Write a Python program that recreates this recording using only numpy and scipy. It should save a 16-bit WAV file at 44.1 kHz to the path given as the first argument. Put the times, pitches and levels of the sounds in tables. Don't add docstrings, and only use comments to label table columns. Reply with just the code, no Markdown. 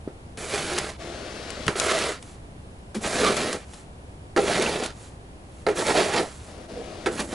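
import sys
import numpy as np
from scipy import signal
from scipy.fft import rfft, irfft, next_fast_len
from scipy.io import wavfile
from scipy.ndimage import uniform_filter1d, map_coordinates

SR = 44100
rng = np.random.default_rng(int(sys.argv[2]) if len(sys.argv) > 2 else 0)


def generate_wav(signal):
    frames = np.transpose(np.atleast_2d(signal))
    scaled = np.clip(frames, -1, 1) * 32767
    pcm = np.round(scaled).astype(np.int16)
    wavfile.write(sys.argv[1], SR, pcm)


N = 323689
TIME = np.arange(N) / SR
SHORT = TIME[:SR // 4]
CONTACT_S = .0015

# t/s, pressure as grinding level/dB
PRESSURE = [
    [(0.376, -41.5), (0.485, -40), (0.544, -28.5), (0.66, -36.5), (0.68, -32.5), (0.774, -30.5),
     (0.82, -35), (0.9, -38.5), (0.92, -44.5), (0.97, -51)],
    [(1.755, -32.5), (1.845, -28.5), (1.915, -24.5), (1.929, -28), (2.081, -31), (2.125, -37.5),
     (2.195, -50)],
    [(3.005, -50.5), (3.055, -28), (3.083, -34.5), (3.163, -30.5), (3.273, -23.5), (3.359, -34.5),
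     (3.372, -28.5), (3.46, -31.5), (3.561, -36.5), (3.579, -46.5), (3.65, -52.5)],
    [(4.39, -31), (4.432, -36), (4.47, -28.5), (4.52, -26), (4.658, -28.5), (4.774, -34), (4.855, -34.5),
     (4.93, -50)],
    [(5.745, -55), (5.772, -33.5), (5.819, -29), (5.833, -38), (5.885, -23.5), (5.935, -31.5), (5.975, -22),
     (6.04, -29), (6.115, -36.5), (6.145, -25.5), (6.19, -26.5), (6.24, -39.5), (6.33, -51)],
    [(7.11, -42), (7.16, -45), (7.204, -28.5), (7.235, -43), (7.265, -54), (7.33, -37), (7.45, -37)],
]
# f/Hz, level/dB
JUDDER_SPECTRUM = [(50, -33.5), (150, -11.5), (260, -8.5), (390, 0), (700, -1.5), (900, -5.5), (1300, -10),
                   (3000, -69.5)]
GRIND_SPECTRUM = [(400, -13), (850, 4.5), (1200, 4.5), (3000, 0), (4400, 0), (7000, -11.5), (11000, -66)]
HISS_SPECTRUM = [(2500, -34), (5800, 2), (7400, 5.5), (8800, 2), (10200, 3.5)]
SNAP_SPECTRUM = [(100, -23), (500, -2), (2000, -5.5), (11000, -9)]


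def amp(db):
    return 10 ** (np.asarray(db) / 20)


def unit(x):
    return x / np.sqrt(np.mean(x ** 2) + 1e-20)


def peaked(x):
    return x / np.abs(x).max()


def fade(t, t60):
    return np.exp(-np.log(1000) * t / t60)


def along(points, hz):
    f, v = np.transpose(points)
    return np.interp(np.log(hz + 1), np.log(f + 1), v)


def add(track, s, sound):
    part = track[..., round(s * SR):][..., :sound.shape[-1]]
    part += sound[..., :part.shape[-1]]


def filtered(x, response):
    n = x.shape[-1]
    m = next_fast_len(n + SR // 4)
    return irfft(rfft(x, m) * response(np.fft.rfftfreq(m, 1 / SR)), m)[..., :n]


def coloured(x, spectrum, size=2048):
    cepstrum = irfft(np.log(amp(along(spectrum, np.fft.rfftfreq(size, 1 / SR)))))
    cepstrum[1:size // 2] *= 2
    cepstrum[size // 2 + 1:] = 0
    return signal.oaconvolve(x, irfft(np.exp(rfft(cepstrum))))[:len(x)]


def wobble(rate):
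    return map_coordinates(rng.standard_normal(int(N * rate / SR) + 4), [TIME * rate], order=1)


def town():
    # f/Hz, level/dB
    spectrum = [(25, -8), (68, 1), (180, -9), (750, -18.5), (1300, -30.5), (6000, -40.5), (10500, -38)]
    # f/Hz, likeness/-1..1
    likeness = [(120, 0.99), (570, 0.7), (1400, -1), (11000, 0.68)]

    def mid_and_side(hz):
        angle = np.arccos(np.clip(along(likeness, hz), -1, 1)) / 2
        width = np.tan(np.minimum(angle, 1))
        return amp(along(spectrum, hz)) * [np.ones_like(hz), width]

    mid, side = filtered(rng.standard_normal((2, N)), mid_and_side)
    return amp(-43) * np.array([mid + side, mid - side]) / mid.std()


def thumps():
    # t/s, peak level/dB, f/Hz
    thuds = [(0.0759, -18.5, 337), (1.667, -22, 129), (1.686, -20.5, 150), (4.378, -17, 298)]
    out = np.zeros(N)
    for s, db, hz in thuds:
        cycles = hz * SHORT
        add(out, s, amp(db) * peaked(np.sin(2 * np.pi * cycles) * cycles * fade(cycles, 2.55)))
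    return out


def scoop(force, ring_db, flex_db):
    # f/Hz, level/dB, t60/s
    modes = [(219, -7.5, 0.073), (336, -2, 0.03), (417.5, -2, 0.078), (499, -2.5, 0.18), (618, -9.5, 0.036),
             (792, -11, 0.11), (1334, -6, 0.059), (1690, -9, 0.018), (1895, -8, 0.039),
             (2350, -10.5, 0.015)]
    n, out = len(force), force.copy()
    knots = np.arange(0, n / SR + 1, .06)
    for hz, db, t60 in modes:
        pole = fade(1 / SR, t60) * np.exp(2j * np.pi * hz / SR)
        ring = signal.lfilter([1, 0, -1], [1, -2 * pole.real, abs(pole) ** 2], force) * (1 - abs(pole))
        flex = np.interp(TIME[:n], knots, rng.standard_normal(len(knots)))
        out += amp(ring_db + db + flex_db * flex) * ring
    return out


def clack():
    # f/Hz, level/dB
    lip = [(1351, 6.5), (1803, -3), (2170, -0.5), (2700, -7), (4050, -7.5), (4720, -7.5)]
    hz, db = np.transpose(lip)[..., None]
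    level, detune, phase = rng.standard_normal((3, len(lip), 1))
    modes = amp(db + 2 * level) * np.sin(2 * np.pi * hz * (1 + .015 * detune) * SHORT + np.pi * phase)
    return peaked(modes.sum(axis=0) * fade(SHORT, t60=0.025) * (1 - fade(SHORT, CONTACT_S)))


def blows():
    # t/s, knock/dB, crack/dB, clack/dB, chatter t60/s
    hits = [(0.077, -31, -44, -50, 0.14), (0.780, -18, -13.5, -21, 0.019), (1.6804, -15, -7.5, -15, 0.022),
            (1.686, -16, -20, -29, 0.22), (2.945, -23.5, -30.5, -48, 0.21), (3.041, -30, -21.5, -34, 0.093),
            (4.363, -10, -14.5, -24, 0.089), (4.374, -7.5, -15.5, -18.5, 0.099),
            (5.6657, -11.5, -18, -17, 0.14), (5.686, -14.5, -22, -24, 0.24),
            (7.0598, -16.5, -15, -25, 0.081), (7.066, -12, -20.5, -24, 0.13)]
    out = np.zeros(N)
    onset = 1 - fade(SHORT, CONTACT_S)
    for s, knock_db, crack_db, clack_db, chatter_t60 in hits:
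        force = rng.standard_normal(len(SHORT)) * onset * fade(SHORT, chatter_t60)
        knock = peaked(coloured(scoop(force, ring_db=8, flex_db=1.5), JUDDER_SPECTRUM))
        clacks = amp(clack_db) * (clack() + clack())
        add(out, s, amp(knock_db) * knock + clacks + amp(crack_db) * crack(force))
    return out


def crack(force):
    # f/Hz, level/dB
    spectrum = [(300, -19), (1000, 9), (3300, -5), (11000, -15.5)]
    strike = coloured(scoop(force, ring_db=5, flex_db=2), spectrum)
    spray = coloured(rng.standard_normal(len(SHORT)) * fade(SHORT, t60=0.53), SNAP_SPECTRUM)
    return peaked(strike) + amp(-20) * peaked(spray)


def snaps():
    # t/s, peak level/dB, left minus right/dB, t60/s
    breaks = [(0.3734, -25.5, 2, 0.062), (0.7795, -15, 1, 0.022), (0.7852, -10, 3, 0.023),
              (1.504, -20, 10, 0.016), (1.6664, -23.5, 14, 0.027), (1.6803, -14, 0, 0.0099),
              (1.7991, -9.5, 16.5, 0.017), (2.2262, -27, -0.5, 0.02), (2.948, -23.5, 3.5, 0.19),
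              (3.367, -16, 11, 0.082), (3.529, -15.5, 0, 0.04), (3.735, -31.5, 2, 0.1),
              (4.623, -11.5, -2, 0.018), (4.8355, -17, 5, 0.088), (4.861, -15.5, -5, 0.017)]
    out = np.zeros((2, N))
    for s, db, pan_db, t60 in breaks:
        burst = rng.standard_normal(len(SHORT)) * (fade(SHORT, t60) + .1 * fade(SHORT, .1))
        low_cut_hz = 23 / t60
        thin = signal.lfilter(*signal.butter(2, low_cut_hz, "high", fs=SR), burst)
        gains = amp(db + pan_db * np.array([[.5], [-.5]]))
        add(out, s, gains * peaked(coloured(thin, SNAP_SPECTRUM)))
    return out


def catches(rate, spread_db):
    size = amp(spread_db * np.clip(rng.standard_normal(N), -2, 2))
    return unit((rng.random(N) < rate / SR) * size * rng.choice([-1, 1], N))


def shifting(x, depth_db, size=1024):
    spectra = signal.stft(x, nperseg=size)[2]
    drift = uniform_filter1d(rng.standard_normal(spectra.shape), size=3, axis=0)
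    drift = unit(uniform_filter1d(drift, size=4, axis=1))
    return unit(signal.istft(spectra * amp(depth_db * drift), nperseg=size)[1][:N])


def stroke_gains():
    # boom of the load/dB, judder of the scoop/dB, hiss of snow/dB
    strokes = [(-37, -30.5, -30.5), (-41.5, -28.5, -29.5), (-34.5, -27.5, -29), (-33.5, -26.5, -32),
               (-38.5, -25, -29.5), (-28.5, -29.5, -32)]
    firm_db = -29
    judder_growth, hiss_growth = 0.71, 0.53
    lag_s, unload_s = 0.0064, 0.096
    gather_s, settle_s = 0.011, 0.077
    packing_db_per_s = 10
    gains = np.zeros((4, N))
    for curve, (boom_db, judder_db, hiss_db) in zip(PRESSURE, strokes):
        s, db = np.transpose(curve)
        age, remaining = TIME - s[0], s[-1] - TIME
        pressure = np.interp(TIME, s, db) - firm_db
        lagged = np.interp(TIME - lag_s, s, db) - firm_db
        shake = amp(judder_growth * lagged) * np.clip(remaining / unload_s, 0, 1)
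        sliding = np.clip(np.minimum(age / gather_s, remaining / settle_s), 0, 1)
        hiss = sliding * amp(hiss_db + hiss_growth * pressure - packing_db_per_s * age)
        contact = (age > 0) & (remaining > 0)
        gains += contact * np.array([amp(boom_db) * shake, amp(judder_db) * shake,
                                     amp(firm_db + pressure), hiss])
    return uniform_filter1d(gains, size=200)


def scraping():
    # f/Hz, level/dB
    boom_spectrum = [(60, -20.5), (220, -1), (330, 1), (450, -8), (700, -34)]
    coarse = catches(rate=900, spread_db=-0.5)
    judder = shifting(coloured(scoop(coarse, ring_db=4, flex_db=2), JUDDER_SPECTRUM), depth_db=1.8)
    fine = catches(rate=4500, spread_db=3) + .45 * coarse
    grind = shifting(coloured(scoop(fine, ring_db=-2, flex_db=3), GRIND_SPECTRUM), depth_db=1.9)
    crystals = catches(rate=15000, spread_db=5) + 0.22 * coarse
    hiss = shifting(coloured(crystals, HISS_SPECTRUM), depth_db=1.6)
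    flutter = amp(1.15 * wobble(rate=110))
    boom = unit(coloured(coarse, boom_spectrum))
    grain_ticks = amp(-12.5) * unit(coloured(catches(rate=28, spread_db=3), SNAP_SPECTRUM))
    boom_gain, judder_gain, grind_gain, hiss_gain = stroke_gains()
    shaking = boom_gain * boom + judder_gain * judder
    return flutter * (shaking + grind_gain * (grind + grain_ticks) + hiss_gain * hiss)


def tilted(x):
    # f/Hz, gain/dB
    tilts = [
        [(260, -4), (930, -4), (2300, 2)],
        [(320, -2.5), (640, 5), (880, -4), (1320, 4), (2050, 2.5)],
        [(900, -3.5), (2080, 1.5)],
        [(270, -2), (1080, -1.5)],
        [(860, 3), (1200, -1), (1780, 1.5)],
        [(580, 3.5), (2750, -0.5)],
    ]
    margin_s, relative_width = .02, 0.11
    out = np.zeros(N)
    for curve, bumps in zip(PRESSURE, tilts):
        start, end = curve[0][0] - margin_s, curve[-1][0] + margin_s
        colour = lambda f: amp(sum(db * np.exp(-((f / hz - 1) / relative_width) ** 2)
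                                   for hz, db in bumps))
        add(out, start, filtered(x[round(start * SR):round(end * SR)], colour))
    return out


def groans():
    # crest t/s, level/dB, f/Hz, half-length/s
    swells = [(0.744, -28.5, 365, 0.052), (2.976, -23.5, 208, 0.021), (3.25, -25, 410, 0.055),
              (3.269, -22.5, 1202, 0.055), (3.306, -18.5, 409, 0.012), (4.439, -22.5, 403, 0.041),
              (4.597, -19.5, 365, 0.014), (4.6632, -22, 2400, 0.005), (5.704, -22.5, 403, 0.032),
              (5.972, -26.5, 660, 0.051), (6.788, -33.5, 481, 0.045)]
    sag_per_s = 1.12
    out = np.zeros(N)
    wavering_time = np.cumsum(1 + 0.0852 * wobble(rate=260)) / SR
    for s, db, hz, half_length in swells:
        span = slice(*np.searchsorted(TIME, [s - 2 * half_length, s + 2 * half_length]))
        t = TIME[span] - s
        swell = amp(db) * np.exp(-2 * (t / half_length) ** 2)
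        out[span] += swell * np.sin(2 * np.pi * hz * (wavering_time[span] - sag_per_s * t ** 2 / 2))
    return out * amp(3.5 * wobble(rate=380))


def second_shovel():
    # start t/s, end t/s, judder/dB, grinding/dB
    pushes = [(0.98, 1.686, -40, -44), (6.456, 6.65, -44.5, -54.5), (6.672, 7.065, -40.5, -50)]
    # f/Hz, level/dB
    body_spectrum = [(80, -28), (220, -4), (420, -6.5), (650, -2), (900, -14), (2000, -32.5)]
    edge_spectrum = [(500, -50), (1100, 9.5), (4700, 2.5), (11000, -12)]
    ramp_s, swell_db_per_s = 0.03, 4
    body = scoop(catches(rate=1500, spread_db=4), ring_db=0, flex_db=3)
    judder = unit(coloured(body, body_spectrum))
    grind = unit(coloured(catches(rate=9000, spread_db=2.5), edge_spectrum))
    out = np.zeros(N)
    for start, end, judder_db, grind_db in pushes:
        age = np.clip(TIME - start, 0, end - start)
        contact = np.interp(TIME, [start, start + ramp_s, end, end + ramp_s], [0, 1, 1, 0])
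        out += contact * (amp(judder_db) * judder + amp(grind_db + swell_db_per_s * age) * grind)
    return out


def tosses():
    # crest t/s, level/dB
    falls = [(2.295, -50), (3.77, -49.5), (5.04, -48.5), (5.6, -56.5), (6.32, -48.5), (6.47, -49.5)]
    rise_s, fall_s = 0.11, 0.07
    swell = sum(amp(db) * np.exp(-((TIME - s) / np.where(TIME < s, rise_s, fall_s)) ** 2)
                for s, db in falls)
    crystals = unit(coloured(catches(rate=8400, spread_db=4.5), HISS_SPECTRUM))
    crumbs = unit(coloured(catches(rate=3000, spread_db=1.5), GRIND_SPECTRUM))
    return swell * (crystals + amp(-4.5) * crumbs)


def placed(x, place):
    hz, db, lead = np.transpose(place)
    balance, phase = np.transpose([hz, db]), np.transpose([hz, lead])
    half = np.array([[.5], [-.5]])
    return filtered(x, lambda f: amp(half * along(balance, f)) * np.exp(1j * half * along(phase, f)))


def walls(x, t60, size=8192):
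    out, window = np.zeros((2, N + size)), np.sin(np.pi * np.arange(size) / size)
    x = np.pad(x, (size // 2, size))
    for start in range(0, N + size // 2, size // 2):
        tail = rng.standard_normal((2, size)) * fade(TIME[:size], t60)
        tail = filtered(tail, lambda hz: hz / (hz + 400))
        piece = window * x[start:start + size]
        add(out, start / SR, signal.fftconvolve(piece[None], tail / np.linalg.norm(tail[0]), axes=1))
    return out[:, size // 2:][:, :N]


def scene():
    # f/Hz, left minus right/dB, left lead/rad
    place_ahead = [(300, 0.3, -0.15), (1310, -4.5, -0.34), (6500, -0.3, 0.018), (10000, 0, -0.49)]
    place_left = [(150, 0.95, 0.35), (1100, 4.5, -0.66), (3600, 8.7, -0.59), (8000, 9.3, 1.4)]
    near = tilted(scraping()) + tosses() + groans() + blows() + thumps()
    other = second_shovel()
    ahead = placed(near, place_ahead)
    centre = ahead.mean(axis=0)
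    shade = np.interp(TIME, [2.8, 6.3], [0.85, 1.25])
    direct = centre + shade * (ahead - centre) + placed(other, place_left)
    echoes = walls(amp(-11.5) * near + amp(-5.5) * other, t60=0.21)
    return direct + echoes + snaps() + town()


def record(dry):
    top_hz = 11050
    return filtered(dry, lambda hz: 1 / np.sqrt(1 + (hz / top_hz) ** 300))


dry = scene()
out = record(dry)
generate_wav(out)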